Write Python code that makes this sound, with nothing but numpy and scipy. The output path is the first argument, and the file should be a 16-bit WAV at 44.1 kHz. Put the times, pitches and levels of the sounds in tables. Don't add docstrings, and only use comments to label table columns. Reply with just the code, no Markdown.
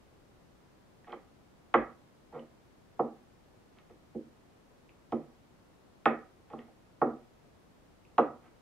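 import sys
import numpy as np
from scipy import signal
from scipy.fft import rfft, irfft
from scipy.io import wavfile
from scipy.ndimage import uniform_filter1d

SR = 44100
rng = np.random.default_rng(int(sys.argv[2]) if len(sys.argv) > 2 else 0)


def to_wav(s):
    ch = np.atleast_2d(s).T
    pcm = np.round(np.clip(ch, -1, 1) * 32767)
    wavfile.write(sys.argv[1], SR, pcm.astype(np.int16))


N = 379727

# freq_hz, relative_level_db
HISS_SPECTRUM = [(10, -29), (20, -11), (45, -5.5), (100, -4), (250, -4.5), (490, -9), (1000, -15),
                 (1600, -20), (2500, -24.5), (4000, -28), (6300, -31.5), (8000, -34), (12500, -38),
                 (15500, -43)]
# freq_hz, left_minus_right_db
HISS_BALANCE = [(60, 0.5), (220, 1.5), (820, 1.5), (3030, 0)]
# freq_hz, correlation_0_to_1
HISS_CORRELATION = [(40, 0.52), (300, 0.17), (2000, .05), (6000, .01)]
HISS_RMS_DB = -63.5

# start_s, level_db, pitch_hz, envelope_peak_ms
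TICK_EVENTS = [(1.0447, -55, 1770, 1.3), (1.121, -47.5, 3180, 1.3), (2.3930, -54.5, 2960, 1.6),
               (3.7867, -49, 2520, 0.23), (4.8928, -53, 2510, 0.8), (6.5898, -46.5, 3000, 0.55),
               (6.5925, -50, 1960, 1.1), (7.602, -64, 10770, .12), (8.051, -60, 2560, 1.1)]

# start_s, length_s, rise_s, drag_db, rasp_db, drag_change_to_end_db, rasp_change_to_end_db
SLIDE_EVENTS = [(1.062, 0.06, 0.0083, -53, -68, -3, 11), (2.316, 0.085, 0.013, -44, -73, -6, 6),
                (3.75, 0.062, 0.016, -73, -70.5, -8, -1), (6.497, 0.037, .003, -51.5, -62, 5.5, -8),
                (6.569, 0.081, .01, -59, -71.5, -15, -5), (8.421, 0.08, 0.016, -65, -69, -11, -6)]
CATCH_HZ = [70, 190, 430, 770, 1200, 2100, 3300]
DULL_FORCE_DB = [-28.5, -12, -5, -0.5, -6.5, -21.5, -38]
SHARP_FORCE_DB = [-60, -39, -32, -25, 4, 4.5, 2.5]
CATCHES_PER_S, SLIDE_STOP_S, SLIDE_PAN_DB = 2500, 0.02, -2.4
JUDDER_DB, JUDDER_S = 0.8, 0.013

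# freq_hz, level_struck_at_end_db, level_struck_at_middle_db, t60_s
WOOD_MODES = [(68, 11, 13.5, 0.096), (152.1, -5.5, -1.5, 0.12), (222, -1.5, -5, .14),
              (239.3, 1.5, -1, 0.11), (315.4, 0, -1, 0.074), (361.3, -0.5, -3.5, 0.09),
              (417, -4.5, -0.5, 0.047), (453.5, -6.5, 0.5, .08), (503.5, 2.5, 1, 0.05),
              (531, -3, -2.5, 0.078), (587, -5.5, 0.5, .05), (657, -1, 0.5, 0.026), (697.5, -6, 5.5, 0.05),
              (770.6, 2, 2, 0.051), (882, 0.5, -1, 0.019), (988, -7, -6, 0.063), (1069, 3.5, -12, 0.03),
              (1172, -0.5, -6, 0.055), (1261, -2.5, -3.5, 0.057), (1300.4, -4.5, -3, 0.049),
              (1404, -5.5, -6.5, 0.031), (1568, -6, -12, 0.027), (1715, -2, -4.5, 0.015),
              (1896, -5.5, -1.5, 0.025), (1980, -1, -7, .025), (2169, -3, -4, .02),
              (2488, -0.5, 1.5, 0.012), (3080, 1, 1, .008), (3470, 1, 0, .008), (4300, -13, -12.5, 0.0054)]

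# start_s, level_db, contact_ms, bass_loss_db_per_octave, hard_corner_db, corner_contact_ms,
# place_0_end_1_middle, edge_click_rel_db
BLOW_EVENTS = [(1.125, -30, 0.89, 10.5, -8, 0.44, 0.53, -38), (1.7403, -7, 0.64, 8, -11.5, 0.48, 0.4, -39),
               (2.992, -14.5, 0.94, 7.5, -37, 0.42, 0.59, -45), (3.896, -46.5, 1.83, 12, -9, .42, 0.9, -35),
               (4.147, -29.5, 1.65, 0.8, -37, .42, 0.43, -44),
               (5.121, -19.5, 0.94, 2.5, -17.5, 0.5, 0.63, -30),
               (6.056, -8, 0.63, 7, -10.5, 0.36, 0.67, -30.5), (6.531, -30, 0.81, 2.5, -31, .42, 0.47, -33),
               (6.681, -48.5, 1.2, 7.5, -12.5, .42, 0.78, -34),
               (7.015, -10.5, 0.77, 5.5, -20.5, 0.72, 0.74, -45.5),
               (8.1805, -6.5, 0.81, 9, -29.5, 0.18, 0.71, -31.5)]
# freq_hz, relative_level_db
CLICK_SPECTRUM = [(1000, -31), (2000, -1.5), (3200, 7.5), (4500, -9.5), (6300, -12), (10000, -23.5),
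                  (15000, -36)]
CONTACT_FALL_DB_PER_OCT, CORNER_FALL_DB_PER_OCT = 39.5, 16
BENCH_CUT_HZ, BENCH_CUT_DB_PER_OCT = 170, 16
WOOD_PAN_DB, RIGHT_DELAY_SAMPLES = -2.5, 2

# delay_ms, level_db, pan_db
NEAR_ECHOES = [(4.4, -4.5, -3), (7.6, -8, 3.5), (10.8, -7.5, 0), (13.7, -13.5, 1.5), (16.6, -17, 0.5)]
NEAR_LOWPASS_HZ = 1713

# freq_hz, t60_s, level_db, left_right_correlation
SHOP_BANDS = [(80, 0.81, 1, 0.64), (200, 0.23, 12, 1), (507, .3, 2.5, 0.87), (1000, 0.32, -6.5, 0.89),
              (2000, .32, 1.5, .4), (3300, 0.22, -5, .4), (6000, .2, -5.5, .3)]
TAP_SPACING, FIRST_TAP = 22, 130
CROSSFADE_HALF_TURNS_PER_S = 0.29

# start_s, level_db, freq_hz, length_s, pan_db
RUMBLE = (1.73, -52, 52, .17, -6)
BAND_LIMIT_HZ = 15720


def gain_of(db):
    return 10 ** (np.asarray(db) / 20)


def read(points, hz):
    f, value = np.transpose(points)
    return np.interp(np.log(hz + 1), np.log(f + 1), value)


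def add(mix, start_s, sound, pan_db):
    part = mix[:, round(start_s * SR):][:, :len(sound)]
    part += gain_of([[pan_db / 2], [-pan_db / 2]]) * sound[:part.shape[1]]


def hiss():
    hz = np.fft.rfftfreq(N, 1 / SR)
    a, b, c, d = rng.standard_normal((4, len(hz)))
    same = np.clip(read(HISS_CORRELATION, hz), -1, 1)
    pan_db = read(HISS_BALANCE, hz)
    left = a + 1j * b
    right = same * left + np.sqrt(1 - same ** 2) * (c + 1j * d)
    level_db = read(HISS_SPECTRUM, hz) + [pan_db / 2, -pan_db / 2]
    out = irfft(np.array([left, right]) * gain_of(level_db), N)
    return gain_of(HISS_RMS_DB) * out / out.mean(0).std()


def ticks():
    out, t = np.zeros((2, N)), np.arange(600) / SR
    noise = rng.standard_normal((len(TICK_EVENTS), 600))
    for (start_s, level_db, hz, peak_ms), chance in zip(TICK_EVENTS, noise):
        rough = 1 + 2.3 * uniform_filter1d(uniform_filter1d(chance, 14), 14)
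        tone = np.sin(2 * np.pi * hz * t) * rough
        u = 1000 * t / peak_ms
        add(out, start_s, gain_of(level_db) * tone * (u * np.exp(1 - u)) ** 2, -1.)
    return out


def ring(place, force_db, detune=1, rise_cycles=1.26):
    hz, end_db, middle_db, t60_s = (c[:, None] for c in np.transpose(WOOD_MODES))
    t = np.arange(SR // 3) / SR
    sign = (-1.) ** np.arange(len(WOOD_MODES))[:, None]
    level_db = end_db + place * (middle_db - end_db) + force_db(hz) - 60 * t / t60_s
    build = (1 - np.exp(-t * hz / rise_cycles)) ** 1.1
    return (sign * gain_of(level_db) * build * np.sin(2 * np.pi * hz * detune * t)).sum(0)


def grain_catches():
    hits = (rng.random(N) < CATCHES_PER_S / SR) * rng.choice([-1, 1], N)
    catches = gain_of(3.5 * rng.exponential(1, N)) * hits
    catches = np.clip(catches / catches.std(), -20, 20)
    judder = signal.lfilter(*signal.butter(2, 1 / JUDDER_S, fs=SR), rng.standard_normal(N))
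    return catches * gain_of(JUDDER_DB * judder / judder.std())


def slides():
    catches = grain_catches()
    t, drag, rasp = np.arange(N) / SR, np.zeros(N), np.zeros(N)
    for start_s, length_s, rise_s, drag_db, rasp_db, drag_change_db, rasp_change_db in SLIDE_EVENTS:
        u = t - start_s
        done = np.clip(u / length_s, 0, 1)
        touch = np.clip(np.minimum(u / rise_s, (length_s - u) / SLIDE_STOP_S), 0, 1)
        drag += touch * gain_of(drag_db + drag_change_db * done)
        rasp += touch * gain_of(rasp_db + rasp_change_db * done)
    sound = np.zeros(N)
    for envelope, force_db, place in ((drag, DULL_FORCE_DB, 0.69), (rasp, SHARP_FORCE_DB, 0.4)):
        spectrum = list(zip(CATCH_HZ, force_db))
        body = ring(place, lambda hz: read(spectrum, hz))
        sound += signal.oaconvolve(envelope * catches, body / np.linalg.norm(body))[:N]
    return sound * gain_of([[SLIDE_PAN_DB / 2], [-SLIDE_PAN_DB / 2]])


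def slope(hz, knee_hz, db_per_octave):
    return -10 * np.log10(1 + (hz / knee_hz) ** (db_per_octave / (10 * np.log10(2))))


def force(hz, contact_ms, bass_loss_db_per_oct, corner_db, corner_ms):
    contact_hz = 1000 / contact_ms
    soft_db = slope(hz, contact_hz, CONTACT_FALL_DB_PER_OCT)
    hard_db = corner_db + slope(hz, 1000 / corner_ms, CORNER_FALL_DB_PER_OCT)
    bass_db = slope(contact_hz, hz, bass_loss_db_per_oct)
    bench_db = slope(BENCH_CUT_HZ, hz, BENCH_CUT_DB_PER_OCT)
    return bass_db + bench_db + 20 * np.log10(gain_of(soft_db) + gain_of(hard_db))


def click(chance):
    t = np.arange(len(chance)) / SR
    hz = np.fft.rfftfreq(len(chance), 1 / SR)
    out = irfft(rfft(chance) * gain_of(read(CLICK_SPECTRUM, hz)))
    envelope = np.exp(-t / 0.0024) * (1 - np.exp(-t / .0003))
    fade_out = np.hanning(2 * len(t))[len(t):]
    return out / out.std() * envelope * fade_out


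def blows():
    out = np.zeros((2, N))
    for row, chance in zip(BLOW_EVENTS, rng.standard_normal((len(BLOW_EVENTS), 1024))):
        start_s, level_db, *landing, place, click_db = row
        detune = 1 + 0.011 * chance[-len(WOOD_MODES):, None]
        knock = ring(place, lambda hz: force(hz, *landing), detune)
        nominal_peak = 4.9 * knock[:SR // 50].std()
        add(out, start_s, gain_of(level_db) * knock / nominal_peak, WOOD_PAN_DB)
        add(out, start_s, gain_of(level_db + click_db) * click(chance), WOOD_PAN_DB)
    return out


def near(x):
    taps = np.zeros((2, SR // 40))
    for k, (delay_ms, level_db, pan_db) in enumerate(NEAR_ECHOES):
        add(taps, delay_ms / 1000, (-1) ** k * gain_of([level_db]), pan_db)
    taps = signal.lfilter(*signal.butter(2, NEAR_LOWPASS_HZ, fs=SR), taps)
    return signal.oaconvolve(x, taps, axes=1)[:, :N]


def echoes():
    taps = np.zeros((2, SR // 2))
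    at = np.arange(FIRST_TAP, SR // 2 - TAP_SPACING, TAP_SPACING)
    at = at + rng.integers(0, TAP_SPACING, (2, len(at)))
    np.put_along_axis(taps, at, rng.choice([-1., 1.], at.shape), 1)
    hz, t, (a, b) = signal.stft(taps, SR, nperseg=256)
    bands = np.array(SHOP_BANDS)
    t60_s, level_db, same = (read(bands[:, [0, k]], hz)[:, None] for k in (1, 2, 3))
    turn = np.arccos(np.clip(same, 0, 1)) / 2
    shared, apart = np.cos(turn) * a, np.sin(turn) * b
    z = np.array([shared + apart, shared - apart])
    energy = t60_s * (SR / TAP_SPACING) / (2 * np.log(1000))
    return signal.istft(z * gain_of(level_db - 60 * t / t60_s) / np.sqrt(energy), SR, nperseg=256)[1]


def shop(x):
    half_turns = np.arange(N) / SR * CROSSFADE_HALF_TURNS_PER_S
    out = np.zeros((2, N))
    for k in range(3):
        share = np.sqrt(2 / 3) * np.cos(np.pi * (half_turns + k / 3))
        out += signal.fftconvolve(x * share, echoes(), axes=1)[:, :N]
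    return out


def rumble():
    out = np.zeros((2, N))
    start_s, level_db, hz, length_s, pan_db = RUMBLE
    t = np.arange(round(length_s * SR)) / SR
    add(out, start_s, gain_of(level_db) * np.sin(2 * np.pi * hz * t) * np.hanning(len(t)), pan_db)
    return out


def scene():
    wood, small = blows() + slides(), ticks()
    direct = np.array([wood[0], np.roll(wood[1], RIGHT_DELAY_SAMPLES)])
    return direct + near(direct) + small + shop(wood + small) + rumble() + hiss()


def record(dry):
    lowpass = signal.firwin(1023, BAND_LIMIT_HZ, window=("kaiser", 9), fs=SR)
    return signal.oaconvolve(dry, lowpass[None], "same")


dry = scene()
out = record(dry)
to_wav(out)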